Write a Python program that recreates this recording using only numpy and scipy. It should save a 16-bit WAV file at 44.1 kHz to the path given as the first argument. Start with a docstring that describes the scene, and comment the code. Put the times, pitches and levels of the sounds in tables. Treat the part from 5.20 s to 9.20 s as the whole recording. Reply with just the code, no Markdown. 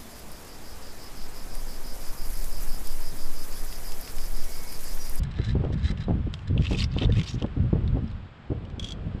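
"""Wind buffets the microphone over a faint hiss of surf while a small knife scrapes a mussel's rim.
Stick-slip friction of the blade excites the shell's resonances; the knife slips in and crunches it
open by brittle fracture, with sharp snaps and hollow knocks. The loose half shell drops and rattles
on the seaside rocks, each impact ringing its modes, as a low wave washes in."""
import sys
import numpy as np
from scipy import signal
from scipy.fft import rfft, irfft, next_fast_len
from scipy.io import wavfile
from scipy.ndimage import uniform_filter1d, map_coordinates

SR = 44100
rng = np.random.default_rng(int(sys.argv[2]) if len(sys.argv) > 2 else 0)


def persist_wave(psi):
    """Save psi, clipped to +-1, as 16-bit WAV."""
    counts = np.round(np.clip(psi, -1, 1) * 32767).astype(np.int16)
    wavfile.write(sys.argv[1], SR, np.atleast_2d(counts).T)


N = 176400
CONTACT_RISE_S = .0006


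def undb(db):
    """Decibels to amplitude ratio."""
    return 10 ** (np.asarray(db) / 20)

def unit(x):
    """Normalisation to rms 1."""
    return x / np.sqrt(np.mean(x ** 2) + 1e-20)

def curve(rows):
    """Gain envelope interpolated through (s, dB) rows."""
    return undb(np.interp(np.arange(N) / SR, *np.array(rows).T))

def add(out, start_s, x):
    """Superposition of x onto out."""
    i = max(int(start_s * SR), 0)
    out[i:i + len(x)] += x[:max(N - i, 0)]

def colour(x, points, tilt_db=0):
    """Minimum-phase filter through (Hz, dB) points, tilted per octave."""
    size = 2 * next_fast_len(len(x))
    octave = np.log2(np.maximum(np.fft.rfftfreq(size, 1 / SR), 1))
    hz, db = np.array(points).T
    gain_db = np.interp(octave, np.log2(hz), db) + tilt_db * np.maximum(octave - np.log2(hz[0]), 0)
    cepstrum = irfft(np.log(undb(gain_db)))
    cepstrum[1:size // 2] *= 2
    cepstrum[size // 2 + 1:] = 0
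    return irfft(rfft(x, size) * np.exp(rfft(cepstrum)))[:len(x)]

def flutter(rate_hz):
    """Smooth random fluctuation of rms 1."""
    width = int(SR / rate_hz)
    return unit(uniform_filter1d(uniform_filter1d(rng.standard_normal(N), width), width))

def swell(seconds, peak):
    """Sinusoidal rise and fall, highest at the fraction peak of its length."""
    phase = np.interp(np.linspace(0, 1, int(seconds * SR)), [0, np.clip(peak, .05, .95), 1], [0, 1, 0])
    return np.sin(np.pi / 2 * phase)

def ring(hz, t60, size=2048):
    """Free vibration of one damped mode."""
    t = np.arange(size) / SR
    return np.sin(2 * np.pi * hz * t) * np.exp(-np.log(1000) * t / t60)

def soft_start(x, rise_s=CONTACT_RISE_S):
    """Exponential build-up of a vibration."""
    return x * (1 - np.exp(-np.arange(len(x)) / SR / rise_s))

def excite(force, response):
    """Forced vibration: force convolved with an impulse response."""
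    return signal.fftconvolve(force, response)[:len(force)]

def contact(grit, decay_s):
    """Contact force: an impulse within a brief spray of grit."""
    t = np.arange(2048) / SR
    onset = 1 - np.exp(-(t / CONTACT_RISE_S) ** 2)
    force = grit * rng.standard_normal(len(t)) * np.exp(-t / decay_s) * onset
    force[int(CONTACT_RISE_S * SR)] += 1
    return force


# Spectra of far surf and of one wave. Each row: frequency in Hz, relative density in dB.
SURF_SPECTRUM = [(100, 9), (500, 1.5), (900, 1.5), (1400, 1.5), (2200, -4.5), (3300, -7.5), (4200, -16),
                 (5300, -22), (5900, -32), (7900, -31), (8700, -43), (15000, -60)]
WAVE_SPECTRUM = [(100, -9), (170, 5), (300, -1), (500, -4.5), (800, -13), (1500, -38), (6000, -66.5)]
# Their envelopes. Each row: time in seconds, level in dB.
SURF_ENVELOPE = [(0, -46.5), (1, -49), (2.6, -48), (3.15, -50.5), (3.5, -50.5), (4, -48.5)]
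WAVE_ENVELOPE = [(0, -68), (3.2, -55.5), (3.4, -44.5), (3.7, -44.5), (3.85, -42), (4, -47.5)]

def surf():
    """Amplitude-modulated broadband noise: a far hiss, and a low wave washing in late."""
    hiss = unit(colour(rng.standard_normal(N), SURF_SPECTRUM)) * curve(SURF_ENVELOPE)
    wave = unit(colour(rng.standard_normal(N), WAVE_SPECTRUM)) * curve(WAVE_ENVELOPE)
    return hiss + wave


# Wind spectrum. Each row: frequency in Hz, relative density in dB.
WIND_SPECTRUM = [(15, -7.5), (30, 0), (60, 3.5), (115, 3), (170, -4.5), (230, -10), (300, -27),
                 (600, -33.5), (1200, -81)]
# Wind strength between eddies. Each row: time in seconds, relative level in dB.
WIND_ENVELOPE = [(0, -27), (.13, -36.5), (.45, -24.5), (.6, -31.5), (.84, -33.5), (.92, -24), (1.22, -39.5),
                 (1.33, -29.5), (1.62, -24.5), (1.72, -33.5), (1.92, -21), (2.06, -38), (2.31, -36.5),
                 (2.41, -23.5), (2.5, -35), (2.56, -26.5), (2.83, -27.5), (3.03, -40), (3.23, -52),
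                 (3.36, -37), (3.69, -40.5), (3.79, -32), (4, -35)]

def wind():
    """Turbulent pressure at the microphone makes a fluttering rumble."""
    noise = colour(rng.standard_normal(N), WIND_SPECTRUM)
    running_rms = np.sqrt(np.abs(uniform_filter1d(noise ** 2, int(.087 * SR))) + 1e-12)
    return noise / running_rms * curve(WIND_ENVELOPE) * undb(3.5 + 2.8 * flutter(rate_hz=25))


# Eddies. Each row: time in seconds, decay time in seconds, relative level in dB, corner in Hz.
EDDIES = [(.168, 0.024, -31.5, 433), (0.199, .015, -19, 189), (.277, 0.01, -26, 129),
          (0.353, 0.015, -19, 370), (0.4, 0.054, -30.5, 470), (0.439, 0.011, -26, 450),
          (0.451, 0.018, -25.5, 684), (.503, 0.0054, -23.5, 507), (0.532, 0.0089, -18, 163),
          (0.65, 0.0061, -14, 95), (0.704, 0.022, -27, 325), (0.884, 0.014, -20.5, 465),
          (.908, 0.015, -22, 557), (.948, 0.03, -24.5, 213), (1.067, 0.012, -23, 238),
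          (1.301, 0.023, -21, 166), (1.357, 0.049, -28, 385), (1.397, 0.026, -21, 220),
          (1.51, 0.028, -21.5, 525), (1.765, 0.014, -22.5, 540), (1.815, 0.018, -19, 330),
          (1.825, 0.028, -24.5, 610), (1.893, 0.016, -21, 153), (1.969, 0.046, -27, 324),
          (2.144, 0.032, -22.5, 140), (2.218, 0.028, -25.5, 410), (2.244, 0.0068, -20, 520),
          (2.367, 0.029, -23.5, 304), (2.44, 0.016, -24, 182), (2.53, 0.019, -16, 415),
          (2.555, 0.027, -22, 380), (2.625, 0.053, -34.5, 377), (2.746, 0.044, -22.5, 209),
          (1.607, 0.039, -36, 160), (1.927, 0.037, -25.5, 69), (3.58, 0.012, -30, 183),
          (3.948, 0.037, -29.5, 203), (2.769, 0.012, -21, 467), (3.303, 0.03, -23, 352),
          (3.325, 0.014, -26, 455), (3.865, 0.014, -24, 203)]

def eddies(size=16384, low_hz=60, pulses_per_s=900):
    """Each vortex striking the microphone is a blow and a ragged run of pressure pulses."""
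    out = np.zeros(N)
    hz = np.fft.rfftfreq(size, 1 / SR)
    t = (np.arange(size) - size // 2) / SR
    bass_band = hz ** 2 / (hz ** 2 + low_hz ** 2) / (1 + hz / low_hz) ** .9
    for start, decay_s, db, corner_hz in EDDIES:
        band = bass_band / np.sqrt(1 + (hz / corner_hz) ** 4.4)
        pulses = .89 * rng.standard_normal(size) * (rng.random(size) < pulses_per_s / SR)
        pulses *= (t > 0) * np.exp(-t / decay_s)
        pulses[size // 2] = 1  # the blow
        phase_shift = np.exp(2j * np.pi * rng.random())
        eddy = irfft(rfft(pulses) * band * phase_shift)
        add(out, start + t[0], eddy / np.linalg.norm(eddy) * np.sqrt(decay_s * SR) * undb(db))
    return out


def rock_echoes(x, t60=.057, ground_s=.0045):
    """Diffuse scattering from boulders and one specular reflection from the ground."""
    t = np.arange(SR // 10) / SR
    response = rng.standard_normal(len(t)) * np.exp(-np.log(1000) * t / t60)
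    response *= undb(-10.5) / np.linalg.norm(response)
    response[0] += 1  # direct sound
    response[int(ground_s * SR)] += undb(-21)
    return excite(x, response)


# Handling knocks; the highest in pitch is the valves parting.
# Each row: start in seconds, frequency in Hz, peak in dB.
HOLLOW_KNOCKS = [(0.554, 170, -19.5), (1.893, 460, -21.5), (1.989, 163.6, -16.5), (2.836, 221, -22.5)]

def knocks(t60_cycles=15):
    """Damped resonance: each hollow knock swells and dies within a few cycles."""
    out = np.zeros(N)
    for start, hz, db in HOLLOW_KNOCKS:
        tone = soft_start(ring(hz, t60_cycles / hz, size=8192), rise_s=.0037)
        add(out, start, tone / tone.max() * undb(db))
    return out


# Response of the open shell. Each row: frequency in Hz, gain in dB.
OPEN_SHELL = [(500, -24), (1100, -1.5), (1700, -12.5), (2100, -2.5), (2500, -5), (2950, 0), (3350, -3.5),
              (3750, -6), (4200, -9), (4900, -12.5), (5600, -16), (6500, -21.5), (8100, -22), (9200, -36.5),
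              (10500, -35.5), (12500, -37.5), (15000, -68)]
# Modes of the loose half. Each row: frequency in Hz, relative level in dB, T60 in seconds.
SHELL_MODES = [(2300, -18, 0.0084), (3290, 10.5, 0.026), (3300, 10.5, 0.034), (4510, 0.5, .014),
               (4550, -3, 0.014), (5950, 1.5, 0.015), (6430, 1.5, 0.0094), (6980, -7, 0.02),
               (10800, -23, 0.0086)]
# Its impacts on the rock. Each row: start in seconds, peak in dB.
IMPACTS = [(3.5951, -24), (3.6255, -36), (3.6284, -32), (3.6428, -24.5), (3.645, -31), (3.6625, -36),
           (3.671, -33), (3.677, -37), (3.686, -30), (3.694, -40), (3.706, -29), (3.7199, -26)]

def dropped_shell(detune=.015, crack_db=-9.5, skid_s=.14):
    """Impact excitation: each bounce cracks and rings slightly varied modes while the shell skids."""
    out = np.zeros(N)
    for start, db in IMPACTS:
        modes = sum(undb(mode_db + 2 * level_draw) * ring(hz * (1 + detune * pitch_draw), t60)
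                    for (hz, mode_db, t60), (pitch_draw, level_draw)
                    in zip(SHELL_MODES, rng.standard_normal((len(SHELL_MODES), 2))))
        tone = excite(contact(grit=.11, decay_s=.0014), soft_start(modes))
        crack = colour(contact(grit=.9, decay_s=.0039), OPEN_SHELL, tilt_db=6.6)
        tap = unit(tone) + undb(crack_db) * unit(crack)
        add(out, start, tap / np.abs(tap).max() * undb(db))
    envelope = np.sqrt(swell(skid_s, peak=.57))
    grit = rng.standard_normal(len(envelope)) ** 3
    skid = unit(excite(grit, modes)) + undb(crack_db) * unit(colour(grit, OPEN_SHELL, tilt_db=1.8))
    skid_end = IMPACTS[-1][0] + .015
    add(out, skid_end - skid_s, skid * envelope * undb(-50))
    return out


def cupped_hand(x, delay_s=.001735, closing_per_s=2.36):
    """Comb filtering: the reflection off the hand shortens its path, so the colour rises."""
    i = np.arange(len(x))
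    lag = delay_s * SR * np.exp(-closing_per_s * i / SR)
    return x + undb(-8) * map_coordinates(x, [i - lag])

def stick_slip(strokes, body, ticks_per_s, spread_db, rub, chip_hz=3767, ring_share=.35):
    """Stick-slip friction: the blade catches and lets go, ringing tiny chips through the shell."""
    chips = np.zeros(N)
    pitches = chip_hz * 2 ** np.linspace(-.908, .908, 8)
    for hz in pitches:
        catches = rng.random(N) < ticks_per_s / len(pitches) / SR
        strength = undb(spread_db * np.minimum(rng.exponential(size=N), 3))
        ticks = catches * strength * np.sign(rng.standard_normal(N))
        chips += ring_share * unit(excite(ticks, ring(hz, t60=.0036))) + (1 - ring_share) * unit(ticks)
    friction = (unit(chips) + rub * rng.standard_normal(N)) * undb(3.5 * flutter(rate_hz=450))
    out = np.zeros(N)
    for start, length, db, peak, tilt_db, *_ in strokes:
        envelope = swell(length, peak) ** .46
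        force = friction[int(start * SR):][:len(envelope)] * envelope
        sound = colour(cupped_hand(np.pad(force, (0, SR // 100))), body, tilt_db)
        add(out, start, sound * np.sqrt(np.sum(envelope ** 2) / np.sum(sound ** 2)) * undb(db))
    return out


# Response of the closed shell. Each row: frequency in Hz, gain in dB.
CLOSED_SHELL = [(500, -35), (1000, -15), (1280, -2), (1470, -1.5), (1700, 8), (1850, -5.5), (2050, 5.5),
                (2400, -9), (3300, -2.5), (3650, -6.5), (3980, 5), (4350, -11), (5000, -8), (6200, -18.5),
                (7900, -17), (9200, -32.5), (10500, -32.5), (12000, -38), (15000, -63)]
# Strokes along the rim. Each row: start in seconds, length in seconds, level in dB,
# peak position as a fraction, tilt in dB per octave.
RIM_STROKES = [(.033, 0.005, -40.5, 0.6, 9), (.048, 0.004, -41.5, 0.4, -3.5), (.108, 0.013, -47, 0.6, 2.5),
               (.15, 0.13, -46, 0.24, -1.5), (.24, 0.029, -45.5, 0.2, 5), (.265, 0.07, -44, 0.2, 2),
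               (.52, 0.026, -49, 0.9, 3.5), (.57, 0.067, -51.5, 0.3, 1), (.63, 0.073, -40, 0.73, 2),
               (.703, 0.015, -40, 0.7, 4), (.768, 0.02, -50.5, 0.6, 2), (.795, 0.056, -46, 0.4, 0),
               (1.12, 0.13, -66, 0, 12), (1.273, 0.0094, -44, 0.5, 2.5), (2.82, .11, -67, 0.9, 2)]

def scrapes():
    """Source and filter: the closed shell's resonances colour the blade's friction."""
    return stick_slip(RIM_STROKES, CLOSED_SHELL, ticks_per_s=1300, spread_db=-2.5, rub=.34)


# Breaking bits. Each row: start in seconds, peak in dB, frequency in Hz, ringing share from 0 to 1.
FRACTURES = [(.139, -41, 2840, 0.55), (0.293, -31, 3910, 1), (.448, -37.5, 2900, 0.5),
             (0.526, -35.5, 1920, 0.56), (0.774, -36, 3020, 0.36), (1.139, -23, 4100, 0),
             (1.191, -37, 2870, 0.24), (1.377, -24.5, 2920, 0.92), (1.422, -30.5, 2750, 0.8),
             (1.4423, -32, 2460, 0.48), (1.454, -25.5, 2830, 0.7), (1.4672, -23, 2910, 1),
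             (1.5468, -24, 2590, 1), (1.604, -18.5, 4310, 0.75), (1.62, -20, 2870, 1),
             (1.6386, -26.5, 5040, 0.8), (1.717, -41.5, 4560, 1), (1.785, -19.5, 3280, 0.94),
             (1.82, -21.5, 3100, 1), (1.8476, -25.5, 3510, 1), (1.9007, -34, 1770, 0.72),
             (1.922, -27, 3700, 0.5), (1.996, -21, 2830, 0), (2.014, -24, 2650, 0.3),
             (2.223, -24, 3250, 0.3), (2.262, -40.5, 3120, 0.3), (2.677, -35, 3730, 0.64),
             (2.877, -49, 5030, .5), (2.901, -47, 4230, .5), (2.914, -41, 4180, 0.3),
             (3.451, -40, 2870, 0.45), (3.5, -43, 4100, 0.2)]

def snaps(t60=.01, mode_ratio=1.083):
    """Brittle fracture: a crack through the shell, and three close modes that the fingers damp."""
    out = np.zeros(N)
    for start, db, hz, share in FRACTURES:
        force = contact(grit=1, decay_s=.0018)
        neighbours = ring(hz * mode_ratio, t60) + ring(hz / mode_ratio, t60)
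        tone = excite(force, soft_start(ring(hz, t60) + undb(-13.5) * neighbours))
        crack = colour(force, OPEN_SHELL, tilt_db=.31)
        snap = (1 - share) * unit(crack) + share * unit(tone)
        add(out, start, snap / np.abs(snap).max() * undb(db))
    return out


# Prying strokes. Each row: start in seconds, length in seconds, relative level in dB,
# peak position as a fraction, tilt in dB per octave, first and last flake pitch in Hz.
PRYING_STROKES = [(1.386, 0.1, -44, 0.93, 3.5, 2080, 3140), (1.483, 0.082, -40, 0.63, 7, 2400, 2800),
                  (1.563, 0.092, -34.5, 0.5, 5.5, 2630, 4530), (1.626, 0.011, -37, 0.2, 0, 3000, 4400),
                  (1.697, 0.07, -49.5, 0.9, -1, 4470, 3360), (1.769, 0.094, -38.5, 0.65, 0.5, 3100, 3200),
                  (1.927, 0.094, -42, 0.58, 4.5, 1970, 2800), (2.03, 0.021, -41, 0.4, 5, 3850, 4280),
                  (2.054, 0.062, -39.5, 0.53, 4.5, 4100, 5500), (2.099, 0.065, -50.5, 0.6, 9, 4970, 5430),
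                  (2.164, 0.055, -49.5, 1, 0, 2960, 3070)]

def crunches(flakes_per_s=750, pitch_scatter=.155, crush_db=-1.5, flake_db=-4.5):
    """Repeated fracture crushes the edge; flakes ring at a pitch that moves with the blade."""
    out = stick_slip(PRYING_STROKES, OPEN_SHELL, ticks_per_s=1100, spread_db=4, rub=.5) * undb(crush_db)
    for start, length, db, peak, _, first_hz, last_hz in PRYING_STROKES:
        envelope = swell(length, peak)
        flakes = np.zeros(len(envelope) + SR // 20)
        for k, (jitter, detune, force) in enumerate(rng.standard_normal((96, 3))):
            progress = (k + .5 + np.tanh(jitter) / 2) / flakes_per_s / length
            if progress < 1:
                hz = (first_hz + (last_hz - first_hz) * progress) * np.exp(pitch_scatter * detune)
                strength = envelope[int(progress * len(envelope))] * undb(2.5 * force)
                add(flakes, progress * length, soft_start(ring(hz, t60=.007)) * strength)
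        flakes *= np.sqrt(np.sum(envelope ** 2) / (np.sum(flakes ** 2) + 1e-12))
        add(out, start, flakes * undb(db + flake_db))
    return out


def scene():
    """Superposition of knife and shell, their echoes, wind and surf."""
    shell = scrapes() + crunches() + snaps() + knocks() + dropped_shell()
    return (rock_echoes(shell) + wind() + eddies() + surf())[None]


# Response of the microphone's housing. Each row: frequency in Hz, gain in dB.
HOUSING_RESPONSE = [(2000, -2), (8200, 1.5), (9200, -2), (10500, 1.5), (12000, -7), (13500, -7.5),
                    (15500, -21)]

def record(dry):
    """Low-pass filtering: the housing dulls the high treble, and a steep filter cuts the top."""
    lowpass = signal.ellip(8, .2, 70, 15600, fs=SR, output="sos")
    return signal.sosfilt(lowpass, colour(dry[0], HOUSING_RESPONSE))[None]


dry = scene()
out = record(dry)
persist_wave(out)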